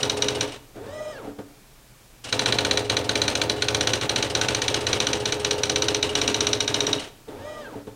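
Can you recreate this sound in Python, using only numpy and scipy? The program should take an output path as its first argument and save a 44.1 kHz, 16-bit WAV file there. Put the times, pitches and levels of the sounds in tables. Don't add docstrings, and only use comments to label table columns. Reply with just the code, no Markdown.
import sys
import numpy as np
from scipy import signal
from scipy.fft import rfft, irfft, next_fast_len
from scipy.io import wavfile
from scipy.ndimage import uniform_filter1d, map_coordinates

SR = 44100
rng = np.random.default_rng(int(sys.argv[2]) if len(sys.argv) > 2 else 0)


def waveform_to_disk(signal):
    frames = np.transpose(np.atleast_2d(signal))
    scaled = np.clip(frames, -1, 1) * 32767
    samples = np.round(scaled).astype(np.int16)
    wavfile.write(sys.argv[1], SR, samples)


def linear_from_db(decibels):
    return 10 ** (np.asarray(decibels, float) / 20)


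N = 350595

# first_blow_s, cycles_count, blow_db, whirr_db
TYPING_RUNS = [(0.0306, 1, -6, -32.5), (0.0972, 6, -5.5, -33), (2.3263, 1, -5, -31), (2.393, 1, -4.5, -31),
               (2.4591, 1, -5, -26), (2.5237, 7, -4.5, -33), (2.968, 6, -4.5, -33), (3.353, 2, -4, -35.5),
               (3.4971, 6, -4, -38), (3.8722, 2, -3, -32), (4.0116, 1, -11, -29.5),
               (4.0943, 1, -5.5, -34.5), (4.1601, 1, -4, -30), (4.226, 4, -5, -29.5),
               (4.4851, 2, -5, -32.5), (4.6184, 6, -4.5, -30), (5.002, 1, -5, -27.5),
               (5.0689, 4, -5.5, -30.5), (5.3226, 11, -4.5, -36), (6.028, 5, -5, -28.5),
               (6.3441, 4, -5.5, -34.5), (6.605, 1, -7, -36.5), (6.678, 1, -7.5, -32),
               (6.743, 4, -8, -32.5)]
# start_s, peak_db, whirr_db, shake_db, wheel_note_db
SPACES = [(0.0014, -25, -51, -25.5, 0), (0.1738, -21.5, -41, -26.5, -13), (0.3535, -23, -39, -26, -3),
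          (0.4786, -32, -43, -40, -10), (0.5237, -32, -42.5, -41.5, -14), (2.2457, -25.5, -38, -49, -20),
          (2.2922, -28, -44.5, -45, -9), (2.8497, -29.5, -45, -35.5, -12), (3.0475, -26.5, -45, -28, -19),
          (3.5674, -32, -39.5, -31, -6), (4.3034, -21, -48, -28.5, -8.5), (4.811, -24, -38, -27, -14),
          (5.2044, -24.5, -41, -30, -15), (5.4006, -24.5, -41, -29.5, -16), (5.5848, -25, -42, -25.5, -14),
          (6.096, -23.5, -39, -29.5, 2), (6.999, -24, -40, -37.5, -3.5), (7.0416, -34, -43, -49, -10)]
# pitch_hz, left_margin_db, right_margin_db, t60_s
PLATEN_MODES = [(1491, -5.5, -9.5, 0.028), (1863, -2, -12.5, 0.018), (2335, -5.5, -8.5, 0.035),
                (2945, -16.5, -8.5, 0.06), (3282, -23, -24, 0.056), (3420, 2, -1, 0.014),
                (3827, -16, 6, 0.024), (3955, 7, -3, 0.017), (4213, 2.5, 0, 0.017), (4527, -7, -14, 0.023),
                (5340, -7, 3.5, 0.011), (5755, -7, 7, 0.016), (6004, 3, 8.5, 0.0093), (6370, -5, -6, 0.021),
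                (7360, -23, -21, 0.045), (9046, -16, -19, 0.026), (9463, -29, -47, .012)]
# delay_s, level_db
CONTACTS = [
    (-.0028, -21),
    (0, 0),
    (.0005, -7),
    (.0012, -8),
    (.0019, -7),
    (.0043, -12),
    (.0125, -19),
]
# delay_s, level_db
ADVANCE_STEPS = [(.002, -12), (.0075, 7.5), (0.011, -2), (0.015, -10), (0.023, -3.5), (.029, 8),
                 (0.035, -6), (0.043, 3), (0.05, -1.5)]
# pitch_hz, width_hz, level_db
FRAME_MODES = [(90, 37, -11.5), (118.3, 31, -6.5), (226, 76, -10), (284.3, 46, -7.5), (331, 29.6, -8.5),
               (416.5, 25, -4.5), (507.5, 63, -5), (606, 133, -8), (760, 144, -11.5), (906, 38, -8.5),
               (1276, 570, -20.5)]
# pitch_hz, left_margin_db, midway_db, right_margin_db, delay_s, t60_s
ROCKING_MODES = [(109.4, -27, -31, -34, 0.01225, 0.25), (81.7, -34.5, -29.5, -36, 0.0112, 0.19),
                 (417, -24.5, -23.5, -19, 0.00996, 0.16), (500, -33.5, -36.5, -35.5, 0.01021, 0.22),
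                 (288.2, -40, -37.5, -28.5, 0.033, 0.18)]
# pitch_hz, t60_s
PETAL_NOTE = (2900, 0.048)
# left_margin_db, midway_db, right_margin_db
SHAKE_ALONG_RAIL = (-24.5, -25.5, -26)
# blow_db, whirr_db, shake_db
LETTER_SCATTER = (.4, 1.5, 1.0)
# start_s, braking_s, full_step_rate_hz, dullness_db (a multiple)
RETURNS = [
    (0.741, 1.112, 652.6, -0.1),
    (7.267, 7.602, 646, 0.3),
]
# after_start_s, speed_share, whine_db, belt_db
RUN_UP = [(0, .39, -69, -55), (0.04, .56, -69, -47.5), (0.096, 0.764, -62, -52), (0.15, 0.909, -54, -58.5),
          (0.203, 1, -52.5, -53.5)]
# after_braking_s, speed_share, whine_db, belt_db
BRAKING = [(0, 1, -51.5, -50.5), (.066, .81, -47, -71), (.108, .56, -54, -50), (.165, .36, -52, -50),
           (0.245, 0.187, -53, -52)]
# multiple_count, level_db
MOTOR_PARTIALS = [(1, 1), (2, -25), (3, 0), (4, -24), (5, -9), (6, -10.5), (7, -33), (8, -9), (9, -14),
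                  (10, -12), (11, -13), (13, -12.5)]
# multiple_count, level_db
BELT_PARTIALS = [(1, 17), (2, 6.5), (4, -5), (5, -4)]
# start_s, peak_db, tick_db, ring_db
JOLTS = [
    (0.755, -31, -22, -33.5),
    (0.858, -26, -27, -35.5),
    (1.242, -26, -31, -33),
    (1.27, -45, -22, -29.5),
    (1.384, -22.5, -25, -28.5),
    (7.282, -30.5, -14, -34),
    (7.393, -32, -18, -35),
    (7.751, -49, -25, -27),
    (7.868, -25.5, -22, -29.5),
]
# pitch_hz, level_db, t60_s
JOLT_MODES = [(286, -6.5, 0.44), (106, -11, 0.26), (206.4, 1, 0.08), (431.2, 0, 0.12)]
# pitch_hz, level_db
MACHINE_RESPONSE = [(30, -10), (60, -7), (85, 0), (130, 0), (175, -7), (230, 0)]
# pitch_hz, t60_s
ROOM_DECAY = [(100, 0.63), (500, 0.6), (3000, 0.42), (10000, 0.21)]
# pitch_hz, level_db (per Hz)
WHIRR_SPECTRUM = [(410, 4), (700, -2.5), (1180, -1.5), (2190, -3.5), (2800, 0), (3370, -3), (3990, -2.5),
                  (4730, -11.5), (5760, -9), (7690, -14.5), (8880, -13.5), (10100, -25), (12300, -30),
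                  (16000, -70)]
AIR_SPECTRUM = [(12, -45), (20, 2), (63, -7), (85, -21), (126, -2), (153, -12.5), (1730, -23), (2110, -25),
                (2360, -21), (2630, -25), (3200, -24.5), (6800, -26.5), (15700, -31.5)]
TICK_SPECTRUM = [(1500, -11), (3000, 9), (6000, 5.0), (7500, -6.5), (9000, 3.0), (11000, -16.5),
                 (13000, -25), (16000, -59)]
CLINK_SPECTRUM = [(8000, -30), (10500, 6), (13500, -2), (16000, -16)]
SPARK_SPECTRUM = [(9500, -30), (11000, 7), (15500, -7), (16500, -10)]
FIZZ_SPECTRUM = [(7000, -30), (10000, 9), (13000, 0), (16000, -33)]
CLATTER_SPECTRUM = [(1500, -11), (2400, -4.0), (2900, 2), (3600, -4.0), (5500, -5.5), (7500, -12.5),
                    (9000, -8), (11000, -25.0), (16000, -53)]
SLIDING_SPECTRUM = [(700, 8), (2000, -7), (3500, 7), (5000, -7), (9000, -5), (12000, -30)]

CYCLE_S = 0.06236
BRIEF = np.arange(SR // 8) / SR


def unit(x):
    return x / np.sqrt(np.mean(x ** 2) + 1e-20)


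def along(points, hz):
    f, v = np.transpose(points)
    return np.interp(np.log(hz + 1), np.log(f + 1), v)


def filtered(x, response):
    m = next_fast_len(N + SR // 2)
    return irfft(rfft(x, m) * response(np.fft.rfftfreq(m, 1 / SR)), m)[:N]


def noise(spectrum):
    return unit(filtered(rng.standard_normal(N), lambda hz: linear_from_db(along(spectrum, hz))))


def wobble(rate):
    knots = rng.standard_normal(int(N * rate / SR) + 4)
    return map_coordinates(knots, [np.arange(N) * rate / SR])


def pulses(s, gain):
    at = np.clip(np.round(np.ravel(s) * SR).astype(int), 0, N - 1)
    return np.bincount(at, np.ravel(gain), N)


def spread(pushes, shape):
    return signal.fftconvolve(pushes, shape)[:N]


def decay(rise_s, t60_s, t=BRIEF):
    return (1 - np.exp(-t / rise_s)) * linear_from_db(-60 * t / t60_s)


def sine(hz, t=BRIEF):
    return np.sin(2 * np.pi * hz * t)


def frame(hz):
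    response = 0
    for k, (centre, width, db) in enumerate(FRAME_MODES):
        damping = 1j * hz * width
        response = response + (-1) ** k * linear_from_db(db) * damping / (centre * centre - hz * hz + damping)
    return response


def travel(s):
    return np.interp(s, [0, .5, 2.3, 7], [.8, .9, 0, 1])


def blows():
    cycles = []
    for first, count, db, whirr in TYPING_RUNS:
        for k in range(round(count)):
            cycles.append((first + k * CYCLE_S, db, whirr))
    s, db, whirr_db = np.transpose(cycles)
    until_space = np.transpose(SPACES)[0] - s[:, None]
    struck = ~((until_space > 0) & (until_space < CYCLE_S / 2)).any(axis=1)
    whirr_db = whirr_db - 2 * ~np.roll(struck, -1)
    shake_db = np.interp(travel(s), [0, .5, 1], SHAKE_ALONG_RAIL)
    rows = np.transpose([db, whirr_db, shake_db])
    rows = rows + LETTER_SCATTER * rng.standard_normal(rows.shape)
    return np.column_stack([s, rows])[struck]


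def platen(typed):
    s, db = typed.T[:2]
    place = travel(s)
    delay, contact_db = np.transpose(CONTACTS)
    out = np.zeros(N)
    for hz, left_db, right_db, t60 in PLATEN_MODES:
        level_db = db + left_db + place * (right_db - left_db)
        level_db += 1.8 * rng.standard_normal(len(s))
        touch = contact_db + 2 * rng.standard_normal(len(delay))
        summed = abs(np.sum(linear_from_db(touch) * np.exp(2j * np.pi * hz * delay)))
        touch -= 20 * np.log10(summed + .4)
        pushes = pulses(s[:, None] + delay, linear_from_db(level_db[:, None] + touch - 6))
        soft_rise = 1 - np.exp(-BRIEF / 0.00033)
        out += spread(pushes, soft_rise * decay(0.00033, t60) * sine(hz))
    return out


def hammer_noise(typed):
    s, db = typed.T[:2]
    chance = rng.standard_normal((len(s), 2))
    stop_s = s + 0.0195 + 0.00042 * chance[:, 0]
    stop = pulses(stop_s, linear_from_db(db - 23.0 + 0.84 * chance[:, 1]))
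    clink = linear_from_db(-21) * spread(stop, decay(.001, 0.03))
    tick = spread(stop, decay(0.00055, 0.051))
    tick += spread(pulses(s, linear_from_db(db - 18.5)), decay(0.00061, 0.032))
    spark = spread(pulses(s, linear_from_db(db - 40.5)), decay(.0005, 0.02))
    scatter = spread(pulses(s - .003, linear_from_db(db - 16.0)), decay(0.0032, 0.073))
    out = clink * noise(CLINK_SPECTRUM) + tick * noise(TICK_SPECTRUM)
    return out + spark * noise(SPARK_SPECTRUM) + scatter * noise(WHIRR_SPECTRUM)


def rocking(typed):
    s = typed[:, 0]
    skipped = s[:-1][np.round(np.diff(s) / CYCLE_S) == 2] + CYCLE_S
    steps = np.append(s, skipped)
    out = np.zeros(N)
    for hz, *rail_db, lag, t60 in ROCKING_MODES:
        level_db = np.interp(travel(steps), [0, .5, 1], rail_db) + 0.5 * rng.standard_normal(len(steps))
        shape = decay(0.0086, t60) * sine(hz) * (BRIEF < .115)
        out += spread(pulses(steps + lag, linear_from_db(level_db)), shape)
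    return out


def hammer(typed):
    return platen(typed) + hammer_noise(typed) + rocking(typed)


def all_cycles(typed):
    return np.vstack([typed, np.array(SPACES)[:, :-1]]).T


def wheel(typed):
    s, _, whirr_db, _ = all_cycles(typed)
    spin = spread(pulses(s, linear_from_db(whirr_db)), np.exp(-((BRIEF - .028) / 0.027) ** 4))
    colour = noise(WHIRR_SPECTRUM) + linear_from_db(-44) * noise(FIZZ_SPECTRUM)
    whirr = spin * linear_from_db(2.2 * wobble(220)) * colour
    s, db, _, _, note_db = np.transpose(SPACES)
    clatter = spread(pulses(s - .006, linear_from_db(db - 3.5)), (BRIEF / 0.0039) * np.exp(-BRIEF / 0.0066))
    hz, t60 = PETAL_NOTE
    taps = s[:, None] + 0.0095 * rng.standard_normal((len(s), 4))
    tap_gain = linear_from_db((db + note_db)[:, None] - 4.5) * rng.standard_normal(taps.shape)
    note = spread(pulses(taps, tap_gain), linear_from_db(-60 * BRIEF / t60) * sine(hz))
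    return whirr + clatter * noise(CLATTER_SPECTRUM) + note


def advance(typed):
    s, _, _, shake_db = all_cycles(typed)
    s = s - 0.011 * (np.arange(len(s)) >= len(typed))
    delay, step_db = np.transpose(ADVANCE_STEPS)
    chance = rng.standard_normal((len(s), len(delay), 2))
    step_s = s[:, None] + delay + 0.00021 * chance[..., 0]
    level_db = shake_db[:, None] + step_db + 1.2 * chance[..., 1] + 36.5
    shake = pulses(step_s, linear_from_db(level_db))
    swell = np.exp(-((BRIEF - .03) / 0.054) ** 4)
    for stretch in range(7):
        share = np.clip(1 - abs(s / 1.2 - stretch), 0, 1) ** .5
        pattern = swell * rng.standard_normal(len(BRIEF))
        shake += spread(pulses(s, share * linear_from_db(shake_db + 15.5)), pattern)
    loose = spread(pulses(s, linear_from_db(shake_db + 1.5)), swell) * rng.standard_normal(N)
    return filtered(shake + loose, frame)


def motor_tone(turn, slow, dull_db):
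    fade = dull_db + 9 * slow
    wander = (.03 + 2 * slow) * wobble(90)
    out = np.zeros(N)
    for k, db in MOTOR_PARTIALS:
        level_db = db - fade * max(k - 3, 0) + 2.8 * wobble(70)
        out += linear_from_db(level_db) * np.sin(k * (turn + wander) + k * k)
    return out


def belt_tone(turn, slow):
    slip = 0.4 * wobble(60) + 4 * slow * wobble(80)
    out = np.zeros(N)
    for k, db in BELT_PARTIALS:
        out += linear_from_db(db - 27 * slow + 3.3 * wobble(60)) * np.sin(k * (.937 * turn + slip))
    return out


def carriage_return():
    t, out = np.arange(N) / SR, np.zeros(N)
    rumble = unit(filtered(rng.standard_normal(N), frame))
    hiss = noise(SLIDING_SPECTRUM)
    for start, brake, full_hz, dull_db in RETURNS:
        ramp = [(start + s, *row) for s, *row in RUN_UP] + [(brake + s, *row) for s, *row in BRAKING]
        s, *columns = np.transpose(ramp)
        speed, whine_db, belt_db = [np.interp(t, s, c) for c in columns]
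        hz = full_hz * speed
        turn = 2 * np.pi * np.cumsum(hz) / SR
        slow = 1 - hz / hz.max()
        moving = linear_from_db(whine_db + 4.0) * motor_tone(turn, slow, dull_db)
        moving += linear_from_db(belt_db) * belt_tone(turn, slow)
        moving += linear_from_db(-43.5 + 3.5 * slow) * rumble + linear_from_db(-54.5 - 8 * slow) * hiss
        out += moving * np.interp(t, [s[0], s[0] + 0.024, s[-1] - .07, s[-1]], [0, 1, 1, 0])
        sway = linear_from_db(-41.5) * np.exp(-((t - start - 0.155) / 0.065) ** 2)
        out += sway * np.sin(2 * np.pi * 92 * t + 0.42 * wobble(28))
    return out


def jolts():
    s, db, tick_db, ring_db = np.transpose(JOLTS)
    jolt = spread(pulses(s, linear_from_db(db + 13.0)), decay(0.0031, 0.19)) * rng.standard_normal(N)
    tick = spread(pulses(s, linear_from_db(db + tick_db)), decay(0.0028, 0.12)) * noise(SLIDING_SPECTRUM)
    t = np.arange(SR // 2) / SR
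    ring = sum(linear_from_db(level) * decay(0.0029, t60, t) * sine(hz, t) for hz, level, t60 in JOLT_MODES)
    return filtered(jolt, frame) + tick + spread(pulses(s, linear_from_db(ring_db)), ring)


def machine_tone(machine):
    return filtered(machine, lambda hz: linear_from_db(along(MACHINE_RESPONSE, hz)))


def room(x):
    out = np.zeros(N)
    places = rng.integers(0, 8, N // 2600 + 1).repeat(2600)[:N]
    for place in range(8):
        hz, t, z = signal.stft(rng.standard_normal(SR // 2), SR, nperseg=256)
        fading = z * linear_from_db(-60 * t / along(ROOM_DECAY, hz)[:, None])
        tail = signal.istft(fading, SR, nperseg=256)[1]
        share = uniform_filter1d(1.0 * (places == place), size=300)
        delayed = np.pad(x * share, (250, 0))
        out += spread(delayed, tail / np.linalg.norm(tail))
    return out


def still_air(machine):
    busy = np.clip(uniform_filter1d(abs(machine), size=SR // 8) / linear_from_db(-28), 0, 1)
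    air = linear_from_db(-51) * noise(AIR_SPECTRUM)
    treble = filtered(air, lambda hz: hz > 1000)
    return air - treble * (1 - linear_from_db(-5 * busy))


def scene():
    typed = blows()
    machine = machine_tone(hammer(typed) + wheel(typed) + advance(typed) + carriage_return() + jolts())
    return (machine + linear_from_db(-13.0) * room(machine) + still_air(machine))[None]


def top_cut(x):
    return signal.sosfilt(signal.butter(12, 16500, fs=SR, output="sos"), x)


def record(dry):
    top, band_hz = 1.2, 15900
    rounded = dry[0] / (1 + (dry[0] / top) ** 2) ** .5
    limited = filtered(rounded, lambda hz: linear_from_db(-30 * (hz > band_hz)))
    return top_cut(limited[None])


dry = scene()
out = record(dry)
waveform_to_disk(out)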